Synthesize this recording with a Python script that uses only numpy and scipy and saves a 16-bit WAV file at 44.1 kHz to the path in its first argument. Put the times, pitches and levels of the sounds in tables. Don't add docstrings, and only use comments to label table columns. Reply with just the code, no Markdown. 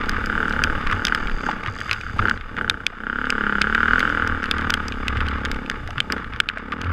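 import sys
import numpy as np
from scipy import signal
from scipy.io import wavfile
from scipy.ndimage import uniform_filter1d

SR = 44100
rng = np.random.default_rng(int(sys.argv[2]) if len(sys.argv) > 2 else 0)


def unload_wav(signal):
    wavfile.write(
        sys.argv[1],
        SR,
        np.round(np.clip(np.atleast_2d(signal).T, -1, 1) * 32767).astype(np.int16),
    )


N = 305172

# time in seconds, firings per second.
ENGINE_SPEED = [(0.0, 30.79), (0.09, 35.09), (0.28, 33.78), (0.37, 40.2), (0.55, 35.78), (0.74, 38.56),
                (0.83, 33.09), (0.92, 39.61), (1.2, 38.08), (1.29, 34.62), (1.57, 29.72), (2.03, 33.81),
                (2.12, 29.9), (2.31, 35.79), (2.49, 34.44), (2.58, 28.46), (2.77, 32.67), (2.95, 28.68),
                (3.23, 36.63), (3.6, 33.6), (3.78, 38.5), (3.88, 38.12), (3.97, 42.75), (4.34, 39.25),
                (4.43, 35.53), (4.71, 39.13), (5.07, 31.37), (5.26, 36.7), (5.35, 33.65), (5.54, 34.9),
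                (5.81, 31.33), (5.91, 34.21), (6.18, 32.05), (6.27, 28.13), (6.64, 32.94), (6.83, 44.3),
                (6.92, 42.6)]
# time in seconds, rattle level in dB before its random waver.
ROCK_SHAKING = [(0, -26.5), (.4, -34.5), (.7, -29.5), (1.2, -31.5), (1.6, -33.5), (1.73, -42.5),
                (1.93, -27.5), (2.06, -44), (2.28, -28), (2.42, -42.5), (3.0, -43.5), (3.3, -40),
                (3.75, -32), (4.08, -33), (4.4, -35.5), (4.7, -27.5), (4.95, -35), (5.2, -32), (5.7, -33.5),
                (6.3, -39), (6.65, -40.5), (6.8, -30.5), (6.92, -34.5)]
# pitch in Hz, width in Hz, relative level in dB.
CASE_MODES = [(1204, 188.5, 11.5), (1584, 412, 7.5), (2280, 362, -0.5), (2867, 223, -5), (3520, 265, -10),
              (4900, 340, -19), (6470, 670, -28.5), (7740, 350, -30.5), (9650, 1400, -38.5),
              (13100, 9900, -45.5)]


def from_db(db):
    return 10 ** (np.asarray(db) / 20)


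def rms_one(x):
    return x / np.sqrt(np.mean(x ** 2) + 1e-20)


def in_time(rows):
    s, *columns = np.transpose(rows)
    return [np.interp(np.arange(N) / SR, s, column) for column in columns]


def drift(per_s):
    count = int(N / SR * per_s) + 2
    wander = np.interp(np.arange(N) / SR * per_s, np.arange(count), rng.standard_normal(count))
    return wander / np.sqrt(2 / 3)


def band(x, low_hz, high_hz, order=2):
    return signal.sosfilt(signal.butter(order, [low_hz, high_hz], "band", fs=SR, output="sos"), x)


def resonate(x, hz, width_hz):
    r = np.exp(-np.pi * width_hz / SR)
    top = np.array([1, 0, -1]) * (1 - r * r) / 2
    bottom = [1, -2 * r * np.cos(2 * np.pi * hz / SR), r * r]
    return signal.lfilter(top, bottom, x + 1e-18)


def body(x, modes):
    return sum((-1) ** k * from_db(db) * resonate(x, hz, width) for k, (hz, width, db) in enumerate(modes))


def burst(clicks, hz, width_hz):
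    unit = signal.unit_impulse(2000)
    for _ in range(3):
        clicks, unit = resonate(clicks, hz, width_hz), resonate(unit, hz, width_hz)
    return clicks / np.abs(unit).max()


def fade(clicks, t60):
    return signal.lfilter([1], [1, -from_db(-60 / (t60 * SR))], clicks + 1e-18)


def even(x, seconds):
    size = int(seconds * SR)
    power = uniform_filter1d(uniform_filter1d(x ** 2, size=size), size=size)
    return x / np.sqrt(power + 1e-12)


def ticks(cycles, spread_db):
    at = np.flatnonzero(np.diff(np.floor(cycles)) > 0)
    out = np.zeros(N)
    out[at] = from_db(spread_db * rng.standard_normal(len(at)))
    return out


def placed(times, sizes):
    out = np.zeros(N)
    out[np.minimum((np.asarray(times) * SR).astype(int), N - 1)] = sizes
    return out


def orders(cycles, width_hz):
    # time in seconds, centre in Hz.
    boom_centre = [(0, 235), (.35, 210), (.62, 260), (.76, 290), (.9, 235), (2.5, 205), (3.0, 215),
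                   (3.25, 250), (3.45, 215), (3.6, 200), (3.88, 225), (4.05, 285), (4.25, 255), (4.6, 235),
                   (5.0, 230), (5.5, 255), (6.2, 220), (6.92, 280)]
    lag_s = 0.00045
    upper_multiple, upper_width_hz, upper_db = 1.908, 73, -11.5
    per_s, centre_hz = in_time(ENGINE_SPEED)[0], in_time(boom_centre)[0]
    late, out = cycles - lag_s * per_s, 0
    for k in range(4, 18):
        size = np.exp(-((k * per_s - centre_hz) / width_hz) ** 2)
        upper = np.exp(-((k * per_s - upper_multiple * centre_hz) / upper_width_hz) ** 2)
        size += from_db(upper_db) * upper
        out += size * np.cos(2 * np.pi * k * late)
    return even(out, .08)


def engine():
    # time in seconds, exhaust boom level in dB, exhaust crack level in dB.
    throttle = [(0, -30, -37), (.26, -31.5, -13), (.35, -28.5, -8.5), (.69, -29, -9.5), (.86, -32.5, -27),
                (.95, -31, -14), (1.3, -32.5, -17), (1.38, -35.5, -32), (1.47, -28.5, -14),
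                (1.64, -37.5, -29), (1.82, -39.5, -38), (2.08, -44, -18), (2.16, -33.5, -29),
                (2.25, -27, -5), (2.34, -32.5, -19.5), (2.42, -48.5, -40), (2.51, -40, -36),
                (2.6, -30.5, -7.5), (2.94, -46.5, -31), (3.03, -35, -14), (3.46, -27.5, -6.5),
                (3.63, -28, -7), (3.8, -29.5, -4.5), (3.95, -27.5, -2.5), (4.1, -29.5, -7),
                (4.32, -29.5, -10.5), (4.41, -32.5, -17.5), (4.67, -29, -12.5), (4.84, -33, -23.5),
                (5.54, -31, -28), (5.71, -33.5, -30), (5.88, -42, -46), (6.06, -37.5, -45),
                (6.14, -26.5, -17), (6.23, -39, -34), (6.49, -43.5, -36), (6.66, -35.5, -44),
                (6.75, -32.5, -31), (6.92, -34.5, -17)]
    # time in seconds, roughness from 0 to 1.
    roughness = [(0, .35), (1.5, .4), (1.7, .9), (2.1, .9), (2.25, .4), (2.9, .6), (3.1, .15), (3.7, .15),
                 (4.0, .25), (5.7, .25), (5.9, .9), (6.08, .3), (6.2, .3), (6.4, .8), (6.6, .25),
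                 (6.92, .2)]
    # time in seconds, level in dB before its random waver.
    crank_hum = [(0, -35), (.5, -36.5), (1.3, -40), (2.0, -42), (2.9, -46), (3.3, -38.5), (4.07, -34.5),
                 (4.5, -37.5), (5.2, -34.5), (5.9, -40.5), (6.6, -43), (6.92, -30.5)]
    # pitch in Hz, width in Hz, relative level in dB.
    pipe_modes = [(81, 11, -32), (140.7, 105, -4.5), (215, 92, 2), (316.8, 44, -0.5), (442.6, 104, -5.5),
                  (873, 42, -6)]
    # pitch in Hz, width in Hz of one pass, relative level in dB.
    mouth_modes = [(1438, 490, 0), (2990, 470, -21.5), (4700, 230, -62)]
    # delay in seconds, level in dB before a random cut.
    crack_echoes = [(.0072, -11), (0.0114, -19), (0.02, -13.5)]
    # time in seconds, extra level in dB.
    hard_firings = [(1.125, 14.5), (2.254, 2), (2.283, 6), (2.311, 11), (2.742, 3.5), (3.099, 3),
                    (3.726, 0.5), (3.934, 2.5)]
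    first_firing = .155
    load_db = -16.5, -9.5
    pulse_share, orders_width_hz = (0.42, 0.31), (69, 21)
    chirp_hz, chirp_width_hz, chirp_db = 874, 153, -9.5
    hum_waver_db, gas_db = 4.5, -28

    cycles = np.cumsum(in_time(ENGINE_SPEED)[0]) / SR - first_firing
    boom_db, crack_db = in_time(throttle)
    hum_db = in_time(crank_hum)[0] + hum_waver_db * drift(9.0)
    rough = in_time(roughness)[0]
    firings = ticks(cycles, spread_db=1.35)
    noise = rng.standard_normal((3, N))

    soft = band(firings, 47, 590)
    clean = np.interp(crack_db, load_db, pulse_share) * rms_one(body(soft, pipe_modes))
    width_hz = np.interp(crack_db, load_db, orders_width_hz)
    clean += 0.44 * (1 - rough) ** 2 * orders(cycles, width_hz)
    clean += from_db(chirp_db) * burst(firings, chirp_hz, chirp_width_hz)
    growl = noise[0] * (0.033 + fade(firings, 0.17))
    boom = np.sqrt(1 - rough ** 2) * clean + rough * rms_one(body(growl, pipe_modes))

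    hum = np.sqrt(2) * np.sin(4 * np.pi * cycles - 1.2)
    hum += rough * 2.08 * rms_one(band(noise[2], 67.4, 113.5))

    crack, at = firings.copy(), np.flatnonzero(firings)
    for s, extra_db in hard_firings:
        nearest = at[np.abs(at - s * SR).argmin()]
        crack[nearest] *= from_db(extra_db)
    for delay, echo_db in crack_echoes:
        crack += from_db(echo_db) * np.roll(firings, int(delay * SR)) * rng.uniform(0.6, 1.0, N)
    crack = sum(from_db(db) * burst(crack, hz, width) for hz, width, db in mouth_modes)
    gas = noise[1] * np.roll(fade(firings, 0.079), int(0.0019 * SR))
    crack += from_db(gas_db) * rms_one(band(body(gas, CASE_MODES), 600, 5500))
    return from_db(boom_db) * even(boom, 0.039) + from_db(hum_db) * hum + from_db(crack_db) * crack


def rattle():
    # start in seconds, length in seconds before the final fall, added level in dB.
    flurries = [(0.912, 0.019, -21.5), (1.486, 0.0087, -19), (1.645, 0.048, -29), (2.19, 0.009, -11.5),
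                (5.211, 0.014, -21.5), (5.968, 0.024, -24.5), (6.1, 0.039, -26.5), (6.163, 0.055, -36),
                (6.32, 0.059, -37.5), (6.722, 0.014, -20.5), (2.574, 0.018, -25), (5.457, 0.011, -34)]
    waver_db = 2.5
    clumps = from_db(3.7 * rms_one(band(rng.standard_normal(N), 34, 43.7, order=1)))
    sizes = from_db(2.3 * np.minimum(rng.exponential(1, N), 4)) * rng.choice([-1, 1], N)
    clicks = sizes * clumps * (rng.random(N) < 2000 / SR)
    level = from_db(in_time(ROCK_SHAKING)[0] + waver_db * drift(12.0))
    t = np.arange(N) / SR
    for s, length, db in flurries:
        corners = [s, s + .002, s + length, s + 1.4 * length]
        level += from_db(db) * np.interp(t, corners, [0, 1, .7, 0])
    return level * even(band(body(clicks, CASE_MODES), 740, 5500), 0.05)


def wind():
    # time in seconds, level in dB.
    steady_wind = [(0, -27.5), (1.4, -32), (1.85, -41.5), (2.4, -35.5), (2.9, -42.5), (3.3, -32),
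                   (3.75, -34.5), (4.2, -33), (5.3, -33), (6.2, -42.5), (6.92, -40)]
    # time of the peak in seconds, added level in dB at the peak.
    gusts = [(.13, -30), (.73, -21), (.89, -23), (1.25, -24), (1.35, -21), (2.08, -33), (2.21, -26),
             (2.42, -33), (3.43, -45), (3.72, -36), (3.95, -27), (4.35, -30), (5.01, -33), (5.21, -27.5),
             (5.55, -25), (5.76, -39), (5.88, -26), (6.3, -35)]
    gust_s = 0.035
    level, t = from_db(in_time(steady_wind)[0]), np.arange(N) / SR
    for s, db in gusts:
        level += from_db(db) * np.exp(-((t - s) / gust_s) ** 2)
    return level * even(band(rng.standard_normal(N), 11.8, 31.2, order=2), 0.1)


def hiss():
    # time in seconds, level in dB.
    hiss_level = [(0, -45), (.42, -40), (1.5, -46), (1.71, -53), (1.85, -40), (2.35, -50.5), (3.06, -53),
                  (3.2, -44.5), (4.08, -37), (4.3, -45), (4.91, -44.5), (5.3, -47.5), (6.2, -49.5),
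                  (6.5, -63), (6.92, -57)]
    narrow = [(hz, 0.69 * width, db) for hz, width, db in CASE_MODES]
    noise = band(body(rng.standard_normal(N), narrow), 3750, 21000)
    return from_db(in_time(hiss_level)[0]) * rms_one(noise)


def small_knocks():
    count, follow = 30, 0.3
    mean_ring_db, mean_snap_db, mean_case_db, spread_db = -28, -50, -30, 4
    low_hz, high_hz = 1920, 3020
    when, pitch = rng.random((count, 2)).T
    at = when * (N - 1000)
    shake_db = in_time(ROCK_SHAKING)[0]
    shake_db = follow * (shake_db[at.astype(int)] - shake_db.mean())
    ring, snap, case = shake_db + spread_db * rng.standard_normal((count, 3)).T
    ring_hz = low_hz + (high_hz - low_hz) * pitch ** 2
    return np.transpose([at / SR, mean_ring_db + ring, ring_hz, mean_snap_db + snap, mean_case_db + case])


def knocks():
    # start in seconds, ring strength in dB, ring pitch in Hz,
    # snap strength in dB, case thud peak in dB. 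Ring and snap strengths are relative.
    loud_knocks = [(0.0937, -19.5, 1810, -20, -11), (0.2595, -28, 2290, -24.5, -26),
                   (0.4811, -41, 2160, -39, -14), (0.4958, -37, 2420, -34, -28),
                   (0.638, -10.5, 3200, -15.5, -5), (0.8126, -28, 1850, -47, -26),
                   (0.8709, -18, 2430, -50, -12.5), (0.9133, -20, 2750, -37, -23),
                   (0.9267, -29, 1960, -34, -25), (1.0509, -12.5, 3620, -14, -12),
                   (1.0692, -15.5, 3300, -23, -13), (1.0822, -17, 1850, -28, -28),
                   (1.148, -15, 1730, -22, -7.5), (1.297, -27, 1850, -53, -16),
                   (1.4653, -30, 1910, -34, -14), (1.514, -23.5, 1930, -48, -14.5),
                   (1.6616, -23, 1850, -56, -20), (1.6734, -23.5, 1850, -50, -25),
                   (1.7552, -30, 1830, -47, -29), (1.787, -30, 1890, -46, -23),
                   (1.8039, -26.5, 1830, -34, -37), (1.8135, -26.5, 1840, -45, -14),
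                   (1.8942, -20.5, 1860, -54, -16), (1.9121, -9.5, 2540, -29, -17),
                   (1.9301, -17.5, 2300, -23.5, -22), (2.2964, -18, 1830, -26.5, -13),
                   (2.375, -29.5, 1890, -70, -21), (2.5672, -24.5, 1890, -56, -20),
                   (2.6977, -6, 3640, -13, -4.5), (2.8657, -9, 2470, -19, -16.5),
                   (3.2545, -27, 2100, -46, -20), (3.3032, -13, 2200, -20.5, -13),
                   (3.6166, -7.5, 2200, -21.5, -7), (3.7486, -11.5, 1820, -38, -7),
                   (3.8805, -26, 2070, -48, -8), (3.9942, -21, 1850, -24, -27),
                   (4.0042, -13.5, 2100, -38, -13), (4.2752, -22.5, 1890, -31, -34),
                   (4.4312, -29, 1850, -41, -30), (4.4405, -23, 1880, -32, -10),
                   (4.5121, -9, 3570, -17.5, -16), (4.5828, -23, 1980, -36, -27),
                   (4.6112, -23, 1930, -38, -33), (4.7038, -14, 3480, -18, -6.5),
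                   (4.7396, -10, 3180, -17, -5.5), (4.8824, -26, 2670, -25, -34),
                   (4.9222, -22, 2440, -50, -20), (5.0818, -11.5, 2040, -22.5, -19),
                   (5.1708, -19.5, 1960, -53, -17), (5.2054, -18.5, 2030, -48, -18),
                   (5.2849, -20, 3070, -32, -21), (5.4509, -19, 2170, -26, -15),
                   (5.4566, -21, 1840, -49, -14), (5.515, -16.5, 2180, -24.5, -16),
                   (5.6986, -18, 1760, -23.5, -12), (5.7142, -26, 1900, -56, -17),
                   (5.8753, -27, 1980, -33.5, -23), (5.906, -24, 1970, -40, -30),
                   (5.9808, -22, 2680, -48, -11), (6.0033, -8, 3140, -26.5, -9.5),
                   (6.1225, -17, 2050, -18.5, -18), (6.1807, -28, 1840, -55, -21),
                   (6.2441, -30.5, 1910, -62, -20), (6.3355, -29, 2210, -54, -29),
                   (6.3617, -29, 1970, -51, -27), (6.402, -5.5, 2600, -18, -1),
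                   (6.4882, -10.5, 3100, -51, -13), (6.4985, -30, 1880, -57, -13),
                   (6.573, -30, 2260, -61, -15), (6.7208, -22.5, 1890, -59, -31),
                   (6.8151, -21, 3080, -32.5, -27)]
    s, ring_db, ring_hz, snap_db, case_db = np.vstack([loud_knocks, small_knocks()]).T
    noise = rng.standard_normal((2, N))
    bright = [(hz, width, db + 40) for hz, width, db in CASE_MODES[5:]]
    out = body(noise[0] * fade(placed(s, from_db(snap_db)), 0.0058), bright)
    out += band(noise[1] * fade(placed(s, from_db(ring_db + 11.5)), 0.012), 2130, 3426)
    out += burst(placed(s, from_db(case_db)), 1490, 660)
    t = np.arange(800) / SR
    for start, strength_db, hz in zip((s * SR).astype(int), ring_db, ring_hz):
        dying = from_db(strength_db + 2.5 - 60 * t / 0.012)
        out[start:start + len(t)] += dying * np.sin(2 * np.pi * hz * t)
    return out


def chain():
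    # time in seconds, links per second, level in dB.
    chain_run = [(.75, 87, -66), (.95, 80, -55), (1.3, 82, -53.5), (1.5, 122, -46.5), (1.57, 99, -64),
                 (1.8, 67, -46.5), (1.92, 120, -54), (2.18, 94, -57), (2.34, 120, -54)]
    # pitch in Hz, width in Hz of one pass, relative level in dB.
    chain_modes = [(4760, 330, 0), (6450, 600, -9), (7400, 600, -15)]
    per_s, level_db = in_time(chain_run)
    running = np.interp(np.arange(N) / SR, [.75, .85, 2.33, 2.4], [0, 1, 1, 0])
    taps = ticks(np.cumsum(per_s) / SR, spread_db=1.5)
    taps += .12 * rng.standard_normal(N) * fade(taps, .006)
    rings = 0
    for hz, width, db in chain_modes:
        rings += from_db(db) * resonate(resonate(taps, hz, width), hz, width)
    return running * from_db(level_db) * even(rings, 0.046)


def struck(rows):
    out = np.zeros(N)
    for s, strength_db, hz, t60 in rows:
        start = int(s * SR)
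        t = np.arange(min(int(t60 * SR), N - start)) / SR
        swell = 1 - np.exp(-t * hz * 3.1)
        dying = from_db(strength_db + 5.5 - 60 * t / t60)
        out[start:start + len(t)] += dying * swell * np.sin(2 * np.pi * hz * t)
    return out


def thumps():
    # start in seconds, relative strength in dB, pitch in Hz, time to fall 60 dB in seconds.
    suspension_thumps = [(0.93, -21.5, 90, 0.27), (1.677, -21.5, 106, 0.13), (2.191, -20.5, 97.2, 0.32),
                         (4.658, -21, 87, 0.13), (5.172, -22, 84.4, 0.24), (5.969, -28, 128.5, 0.2)]
    return struck(suspension_thumps)


def clunks():
    # start in seconds, relative strength in dB, pitch in Hz.
    hollow_clunks = [(1.489, -15, 845), (1.643, -32, 860), (2.925, -37.5, 706), (5.889, -29.5, 710),
                     (6.571, -31, 645)]
    return struck([(s, db, hz, .035) for s, db, hz in hollow_clunks])


def scene():
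    return (engine() + rattle() + wind() + hiss() + knocks() + chain() + thumps() + clunks())[None]


def record(dry):
    dull = signal.sosfilt(signal.butter(4, 13800, fs=SR, output="sos"), dry)
    rounded = 1.28 * np.tanh(dull / 1.443)
    return signal.sosfilt(signal.cheby2(12, 70, 16500, fs=SR, output="sos"), rounded)


dry = scene()
out = record(dry)
unload_wav(out)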